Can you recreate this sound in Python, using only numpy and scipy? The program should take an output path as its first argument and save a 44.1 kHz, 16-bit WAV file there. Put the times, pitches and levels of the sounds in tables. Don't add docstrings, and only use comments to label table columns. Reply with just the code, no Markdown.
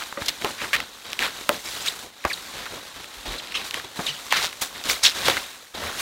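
import sys
import numpy as np
from scipy import signal
from scipy.fft import rfft, irfft
from scipy.io import wavfile

SR = 44100
rng = np.random.default_rng(int(sys.argv[2]) if len(sys.argv) > 2 else 0)


def file_out(sig):
    cols = np.atleast_2d(sig).T
    lim = np.clip(cols, -1, 1)
    pcm = np.round(lim * 32767).astype(np.int16)
    wavfile.write(sys.argv[1], SR, pcm)


N = 265036
TIME = np.arange(N) / SR


def rustle(level, treble, body, rumble_db=-10, clump_db=0.62, clump_hz=45, scrape_share=0.4):
    # frequency in Hz, relative level in dB.
    film_colour = [(20, -10), (45, 1), (81, -0.5), (155, -2.5), (300, 1), (750, -2), (1630, -3), (2840, -5),
                   (3830, -0.5), (4930, -8.5), (7500, -13), (10000, -18), (13000, -18.5), (16000, -19.5)]
    grains = crackle(N, per_s=2200, spread_db=3.0, hiss=0.94)
    grains += scrape_share * scrapes(N, per_s=1500, decay=.0014)
    grains *= gain_of(clump_db * wander(N, clump_hz))
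    bands = [(18, 150, body + rumble_db), (150, 850, body), (850, 5500, level), (5500, 16000, treble)]
    out = np.zeros(N)
    for low_hz, high_hz, db in bands:
        def band_gain(f):
            return gain_of(curve_at(film_colour, f)) / (1 + (low_hz / f) ** 8) / (1 + (f / high_hz) ** 8)
        out += unit_rms(coloured(grains, band_gain)) * gain_of(db)
    return out


def handling(attack_s=.012, release_s=0.029, idle_body_db=-10):
    # time in seconds, idle level in dB, treble offset in dB.
    idle = [(0, -37, -5), (.14, -44.5, -4.5), (.7, -39, -5.5), (.91, -47, -4.5), (1.3, -41.5, -4.5),
            (1.6, -43.5, -2), (2.03, -41, -3.5), (2.11, -51, -5.5), (2.24, -45, -6.5), (2.35, -40.5, -4.5),
            (2.9, -43, -6), (3.25, -42.5, -5), (3.5, -39.5, -9.5), (3.89, -45, -5.5), (4.17, -40, -4),
            (4.59, -44, -3.5), (5.42, -40, -3.5), (5.72, -51.5, -2.5)]
    # start and length in seconds, level in dB,
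    # treble and body offsets in dB.
    pulls = [(0.196, 0.11, -36, -8.5, -9), (0.402, .1, -38.5, -4.5, -3), (0.608, 0.046, -41, -2.5, 0.5),
             (0.73, 0.083, -34.5, -18, -7.5), (1.038, 0.091, -40, -13, -9), (1.189, 0.072, -30, -10.5, -8),
             (1.333, 0.081, -40, -7.5, -8), (1.493, 0.071, -36.5, -7.5, -5.5), (1.635, 0.27, -39, -5, -8.5),
             (2.028, 0.013, -43.5, -6, 1), (2.267, 0.055, -41, 0, -9), (2.53, 0.11, -39, -10.5, -6),
             (2.699, 0.074, -42.5, -8, -1.5), (2.951, 0.054, -45.5, -13, -2.5),
             (3.248, 0.11, -35, -9.5, -4.5), (3.546, 0.069, -36.5, -10, -8), (3.635, 0.047, -38, -4, -27),
             (3.731, 0.046, -33, -9, -9), (3.833, 0.012, -39.5, -12, -1.5), (3.951, 0.13, -38, -5, -8.5),
             (4.305, .06, -26, -16, -20.5), (4.352, 0.098, -27.5, -8, -13),
             (4.608, 0.017, -27.5, -2.5, -11), (4.742, 0.061, -40, -20, -6.5), (4.839, .095, -30, -7, -9.5),
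             (5.027, 0.047, -26, -12, -18), (5.139, 0.24, -31.5, -7, -9), (5.243, 0.058, -24.5, -9.5, -8),
             (5.737, 0.17, -36.5, -8.5, -3), (5.917, 0.11, -37, -4, -9)]
    s, db, treble_db = np.transpose(idle)
    power = gain_of([np.interp(TIME, s, band) for band in (db, db + treble_db, db + idle_body_db)]) ** 2
    for s, length, db, treble_db, body_db in pulls:
        attack = np.clip((TIME - s) / attack_s, 0, 1)
        release = np.exp(-np.maximum(TIME - s - length, 0) / release_s)
        power += np.outer(gain_of([db, db + treble_db, db + body_db]), attack * release) ** 2
    return 10 * np.log10(power)


def crackle(size, per_s, spread_db, hiss):
    heights = gain_of(spread_db * np.minimum(rng.exponential(1, size), 4.5)) * rng.choice([-1, 1], size)
    buckles = unit_rms(heights * (rng.random(size) < per_s / SR))
    return unit_rms(buckles + hiss * rng.standard_normal(size))


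def scrapes(size, per_s, decay, spread_db=3):
    when, pitch, chance, phase = rng.random((int(per_s * size / SR), 4)).T[:, :, None]
    hz = 500 + 15000 * pitch ** 1.5
    step = np.arange(384)
    age = step / SR / decay
    strength = gain_of(spread_db * np.minimum(-np.log(1 - chance), 3))
    grains = strength * age * np.exp(-age) * np.sin(2 * np.pi * (hz * step / SR + phase))
    positions = (when * size).astype(int) + step
    return unit_rms(np.bincount(positions.ravel(), grains.ravel(), size)[:size])


def swishes(trim_db=-1, skirt=1.7, low_cut_hz=250):
    # peak time, rise and fall in seconds, level before trim in dB,
    # centre in Hz, width in octaves.
    tugs = [(.016, .0067, 0.0075, -23, 1680, 1.1), (.2606, 0.00099, .006, -26, 4470, 1.4),
            (.486, 0.025, 0.019, -32.5, 1040, 1.7), (.615, 0.024, 0.031, -28, 1860, 0.87),
            (.648, 0.019, .013, -28.5, 1200, 1.5), (1.227, 0.024, 0.046, -24.5, 1660, 1.6),
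            (1.681, 0.036, 0.17, -32.5, 3060, 1.7), (1.872, 0.021, 0.019, -23.5, 2820, 1.46),
            (2.66, 0.0029, 0.013, -28.5, 1390, 0.63), (3.555, 0.004, 0.026, -22, 2500, 1.06),
            (4.07, .005, 0.043, -23.5, 3340, 0.68), (4.336, 0.015, 0.037, -24, 2140, .98),
            (4.373, .012, .023, -20.5, 2600, 1.14), (4.62, 0.004, 0.0081, -22, 4040, 3),
            (4.902, .014, 0.033, -19, 2900, 1.9), (5.037, 0.0032, 0.015, -16, 4740, 0.95),
            (5.06, .02, 0.029, -13.5, 3500, 0.98), (5.285, 0.031, 0.088, -25, 1950, 1.56),
            (5.849, .047, 0.13, -31, 1280, 2), (6.005, 0.02, .022, -24, 2580, 2)]
    out = np.zeros(N)
    for s, rise, fall, db, hz, octaves in tugs:
        t = np.arange(16384) / SR - 2.5 * rise
        slips = shifting_creases(crackle(len(t), per_s=1500, spread_db=3.0, hiss=0.61), depth_db=4)
        burst = coloured(slips, lambda f: bell(f, hz, octaves) ** skirt / np.hypot(1, low_cut_hz / f))
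        swell = np.exp(-np.where(t < 0, (t / rise) ** 2, t / fall))
        add(out, s + t[0], gain_of(db + trim_db) * unit_rms(burst) * swell)
    return out


def shifting_creases(x, depth_db):
    spectra = signal.stft(x, nperseg=256, noverlap=192)[2]
    patch = np.outer(np.hanning(6), np.hanning(9))
    patches = signal.convolve2d(rng.standard_normal(spectra.shape), patch, "same")
    spectra *= gain_of(depth_db * unit_rms(patches))
    return unit_rms(signal.istft(spectra, nperseg=256, noverlap=192)[1][:len(x)])


def creaks(fade_db=4, decay_cycles=0.37, jitter=0.084):
    # start and length in seconds, first and last rate in slips
    # per second, typical opening peak in dB, ring in Hz.
    slip_runs = [(.2832, 0.012, 1110, 480, -6.5, 3480), (0.603, 0.023, 210, 190, -25, 1890),
                 (0.7318, 0.025, 535, 680, -7.5, 1800), (0.763, 0.0067, 410, 140, -10.5, 2140),
                 (0.8027, 0.0027, 630, 980, -12, 1800), (1.22, 0.046, 170, 250, -13, 2190),
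                 (4.308, 0.008, 340, 430, -15, 3250), (4.4275, .043, 150, 165, -9, 3880),
                 (5.2555, 0.022, 285, 170, -10.5, 3300)]
    out = np.zeros(N)
    for s, length, first_rate, last_rate, db, hz in slip_runs:
        at = 0
        for gap, scatter_db in rng.standard_normal((40, 2)):
            if at < length:
                strength = gain_of(db - fade_db * at / length + scatter_db)
                add(out, s + at, -strength * flick(hz, decay_cycles / hz))
                at += np.exp(jitter * gap) / (first_rate + (last_rate - first_rate) * at / length)
    return out


def squeals(overtone_db=-12, waver=0.18, waver_hz=900):
    # start and length in seconds, first, middle and last pitch in Hz,
    # level in dB, roughness from 0 to 1.
    glides = [(1.817, .015, 7200, 7500, 7550, -36, .3), (1.877, 0.014, 3620, 3550, 3880, -21, .48),
              (2.296, .027, 2570, 2080, 1510, -27.5, .22), (2.316, .01, 1630, 2140, 3100, -30, 0.15),
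              (2.328, 0.017, 4730, 3980, 3840, -26.5, .42), (3.379, 0.027, 4890, 3570, 2880, -32, 0.76),
              (3.54, 0.024, 3030, 2980, 2970, -27.5, 0.45), (4.064, 0.0086, 3750, 3620, 3550, -22.5, 0.23),
              (4.07, 0.053, 2840, 2950, 2850, -32, 0.3), (4.897, 0.0062, 2230, 2290, 2480, -17.5, .26),
              (4.907, 0.013, 7300, 6420, 6100, -25, .37), (5.027, 0.015, 5920, 4650, 3900, -26, 0.53),
              (5.045, 0.024, 3975, 3550, 3330, -15.5, 0.31), (5.373, .0085, 2060, 2120, 2000, -23.5, 0.38)]
    out = np.zeros(N)
    for s, length, first, middle, last, db, rough in glides:
        size = int(length * SR)
        sway, flutter = (wander(4096, waver_hz)[:size] for _ in range(2))
        hz = np.interp(np.linspace(0, 1, size), [0, .5, 1], [first, middle, last])
        phase = 2 * np.pi * np.cumsum(hz * (1 + waver * rough * sway)) / SR
        tone = sum(gain_of(overtone_db * k) * np.sin((k + 1) * phase) for k in range(3))
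        squeal = unit_rms(tone * (1 + rough * flutter))
        add(out, s, gain_of(db) * squeal * signal.windows.tukey(size, .5))
    return out


def snaps(level, trim_db=-2, crack_share=0.42):
    # start in seconds, flick peak before trim in dB, ring in Hz,
    # decay in seconds.
    large_snaps = [(0.0374, -25, 3020, 0.00064), (0.1257, -21.5, 1060, 0.00093),
                   (.221, -22.5, 1100, 0.0013), (.262, -20, 4400, .0008), (0.4214, -18.5, 1960, 0.00051),
                   (0.4468, -7.5, 2490, 0.00027), (1.1041, -11.5, 3370, 0.000053),
                   (1.119, -15, 3080, 0.000091), (1.1317, -12, 2800, 0.00023), (1.1916, -9, 2410, 0.00041),
                   (1.1915, -28, 9900, .0003), (1.205, -17, 2240, 0.00027), (1.492, -10, 9460, 0.00041),
                   (1.492, -9, 2980, 0.00063), (1.4921, -5, 1360, 0.00057), (2.241, -23, 1920, 0.00092),
                   (2.2515, -6.5, 980, 0.00054), (2.657, -23, 1800, 0.00084), (3.043, -24, 2300, 0.00061),
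                   (3.34, -21, 1470, 0.00051), (3.4727, -25, 3200, .00045), (3.5205, -24.5, 2370, .0015),
                   (3.7098, -14.5, 2900, 0.00042), (3.7427, -8, 2130, 0.00042), (3.797, -24, 1560, .0017),
                   (4.3243, -1, 1850, 0.000626), (4.326, -8, 930, 0.00052), (4.528, -24.5, 2350, .0012),
                   (4.839, -20, 3600, .001), (4.8987, -14, 2550, 0.00084), (5.282, -7, 3770, 0.00052),
                   (5.2839, -4.5, 910, 0.00069), (5.2987, -11.5, 2380, 0.0013),
                   (5.3689, -11.5, 1590, 0.00074)]
    out, t = np.zeros(N), np.arange(1024) / SR
    for s, db, hz, decay in large_snaps + stray_snaps(level):
        noise = unit_rms(coloured(rng.standard_normal(len(t)), lambda f: bell(f, hz, octaves=1)))
        crack = crack_share * noise * np.exp(-(t / (3 * decay)) ** 2)
        strength = gain_of(db + trim_db)
        add(out, s, strength * flick(hz, decay, droop=0.46))
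        add(out, s, strength * crack)
    return out


def stray_snaps(level, per_s=7.8, lift_db=7, spread_db=2.5, ring_hz=2520, octaves=0.29, decay_s=.000455):
    count = int(per_s * N / SR)
    at = rng.integers(0, N, 512)[:count]
    size, pitch = rng.standard_normal((512, 2))[:count].T
    hz = ring_hz * 2 ** (octaves * np.clip(pitch, -2, 2))
    return list(zip(TIME[at], level[at] + lift_db + spread_db * size, hz, np.full(count, decay_s)))


def flick(hz, decay, droop=0):
    age = np.arange(1, int(12 * decay * SR) + 4) / SR / decay
    phase = 2 * np.pi * np.cumsum(hz * ((age + .5) / 2) ** -droop) / SR
    pressure = np.gradient(age * np.exp(-age) * np.sin(phase - np.interp(1, age, phase)))
    return pressure / abs(pressure).max()


def box_knocks(trim_db=-1, scuff_decay_s=0.017, low_cut_hz=320, contact_s=0.00029):
    # start in seconds, ring gain in dB, hardness as a corner in Hz,
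    # factors on the panel's pitch and ring time, scuff gain in dB.
    knocks = [(0.1731, -28.5, 2150, 0.96, 1.8, -29), (0.4452, -18.5, 1500, 0.71, 0.31, -17.5),
              (1.4915, -15.5, 1330, 1.003, 1, -20.5), (2.2494, -23.5, 1820, 1.13, 0.94, -19),
              (3.9906, -23, 1120, 1.245, 0.2, -21.5), (5.2838, -9, 1390, 0.95, 0.24, -20)]
    # base pitch in Hz, relative level in dB, base T60 in seconds.
    panel_modes = [(230, -10, 0.072), (326, -8, 0.11), (400, -12, 0.054), (500, -5.5, 0.051),
                   (587, 3, 0.095), (637, -9.5, 0.13), (708, -12, 0.083), (915, -21, 0.097),
                   (1240, 7, 0.024), (1410, -19, 0.025), (2010, -6, 0.08)]
    out, t = np.zeros(N), np.arange(SR // 4) / SR
    for s, ring_db, corner_hz, pitch, sustain, scuff_db in knocks:
        ring = np.zeros(len(t))
        for k, (hz, db, t60) in enumerate(panel_modes):
            envelope = gain_of(db - 60 * t / (t60 * sustain)) / np.hypot(1, hz / corner_hz)
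            ring += (-1) ** k * envelope * np.sin(2 * np.pi * hz * pitch * t)
        noise = rng.standard_normal(len(t))
        scuff = unit_rms(coloured(noise, lambda f: 1 / (1 + (f / corner_hz) ** 3 + (low_cut_hz / f) ** 2)))
        blow = gain_of(ring_db) * ring + gain_of(scuff_db) * scuff * np.exp(-t / scuff_decay_s)
        add(out, s, gain_of(trim_db) * blow * (1 - np.exp(-t / contact_s)))
    return out


def table_thumps(trim_db=-1):
    # start in seconds, peak before trim in dB, pitch in Hz, decay in seconds.
    bumps = [(0.217, -24, 74, 0.0031), (.68, -53, 80, .015), (2.254, -26, 62.6, 0.0052),
             (3.169, -43, 45, 0.015), (3.274, -30.5, 42, 0.017), (3.294, -40, 103, 0.0089),
             (3.99, -26, 176, 0.0034), (4.093, -39.5, 145, 0.014), (5.821, -40, 83.5, 0.02)]
    out = np.zeros(N)
    for s, db, hz, decay in bumps:
        add(out, s, gain_of(db + trim_db) * flick(hz, decay))
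    return out


def room(x, first_echo_s=0.0028, echoes_per_s=3000):
    # frequency in Hz, T60 in seconds.
    decay_times = [(100, 0.28), (500, 0.27), (2000, 0.059), (4000, 0.053), (8000, 0.031), (16000, 0.19)]
    # frequency in Hz, relative level in dB.
    echo_colour = [(60, -20), (600, 6.5), (2500, -7), (3700, -1.5), (4700, -9), (16000, 14)]
    size = SR // 2
    echoes = rng.choice([-1., 1.], size) * (rng.random(size) < echoes_per_s / SR)
    echoes *= np.arange(size) / SR > first_echo_s
    hz, t, spectra = signal.stft(echoes, SR, nperseg=256)
    tail_db = curve_at(echo_colour, hz)[:, None] - 60 * t / curve_at(decay_times, hz)[:, None]
    tail = signal.istft(spectra * gain_of(tail_db), SR, nperseg=256)[1]
    return signal.fftconvolve(x, tail / np.linalg.norm(tail))[:N]


def gain_of(db):
    return 10 ** (np.asarray(db) / 20)


def unit_rms(x):
    return x / np.sqrt(np.mean(x ** 2) + 1e-20)


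def curve_at(points, hz):
    f, value = np.transpose(points)
    return np.interp(np.log(hz + 1), np.log(f + 1), value)


def bell(f, hz, octaves):
    return 1 / (1 + (np.log2(f / hz) / octaves) ** 2)


def add(mix, s, sound):
    part = mix[max(round(s * SR), 0):][:len(sound)]
    part += sound[:len(part)]


def coloured(x, gain):
    return irfft(rfft(x) * gain(np.fft.rfftfreq(len(x), 1 / SR) + 1), len(x))


def wander(size, hz):
    return unit_rms(coloured(rng.standard_normal(size), lambda f: np.exp(-(f / hz) ** 2)))


def scene(wet_db=-10, side_db=-20, side_hz=1200, bass_db=26, bass_hz=70):
    level, treble, body = handling()
    wrap = rustle(level, treble, body) + swishes() + creaks() + squeals() + snaps(level)
    near = wrap + box_knocks() + table_thumps()
    middle = near + gain_of(wet_db) * room(near)
    side = coloured(room(near),
                    lambda f: gain_of(side_db + bass_db / (1 + f / bass_hz)) / (1 + f / side_hz) ** .4)
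    return np.array([middle + side, middle - side])


def record(dry):
    low_pass = signal.firwin(511, cutoff=15900, window=("kaiser", 9), fs=SR)
    return signal.oaconvolve(np.clip(dry, -1, 1), low_pass[None], "same")


dry = scene()
out = record(dry)
file_out(out)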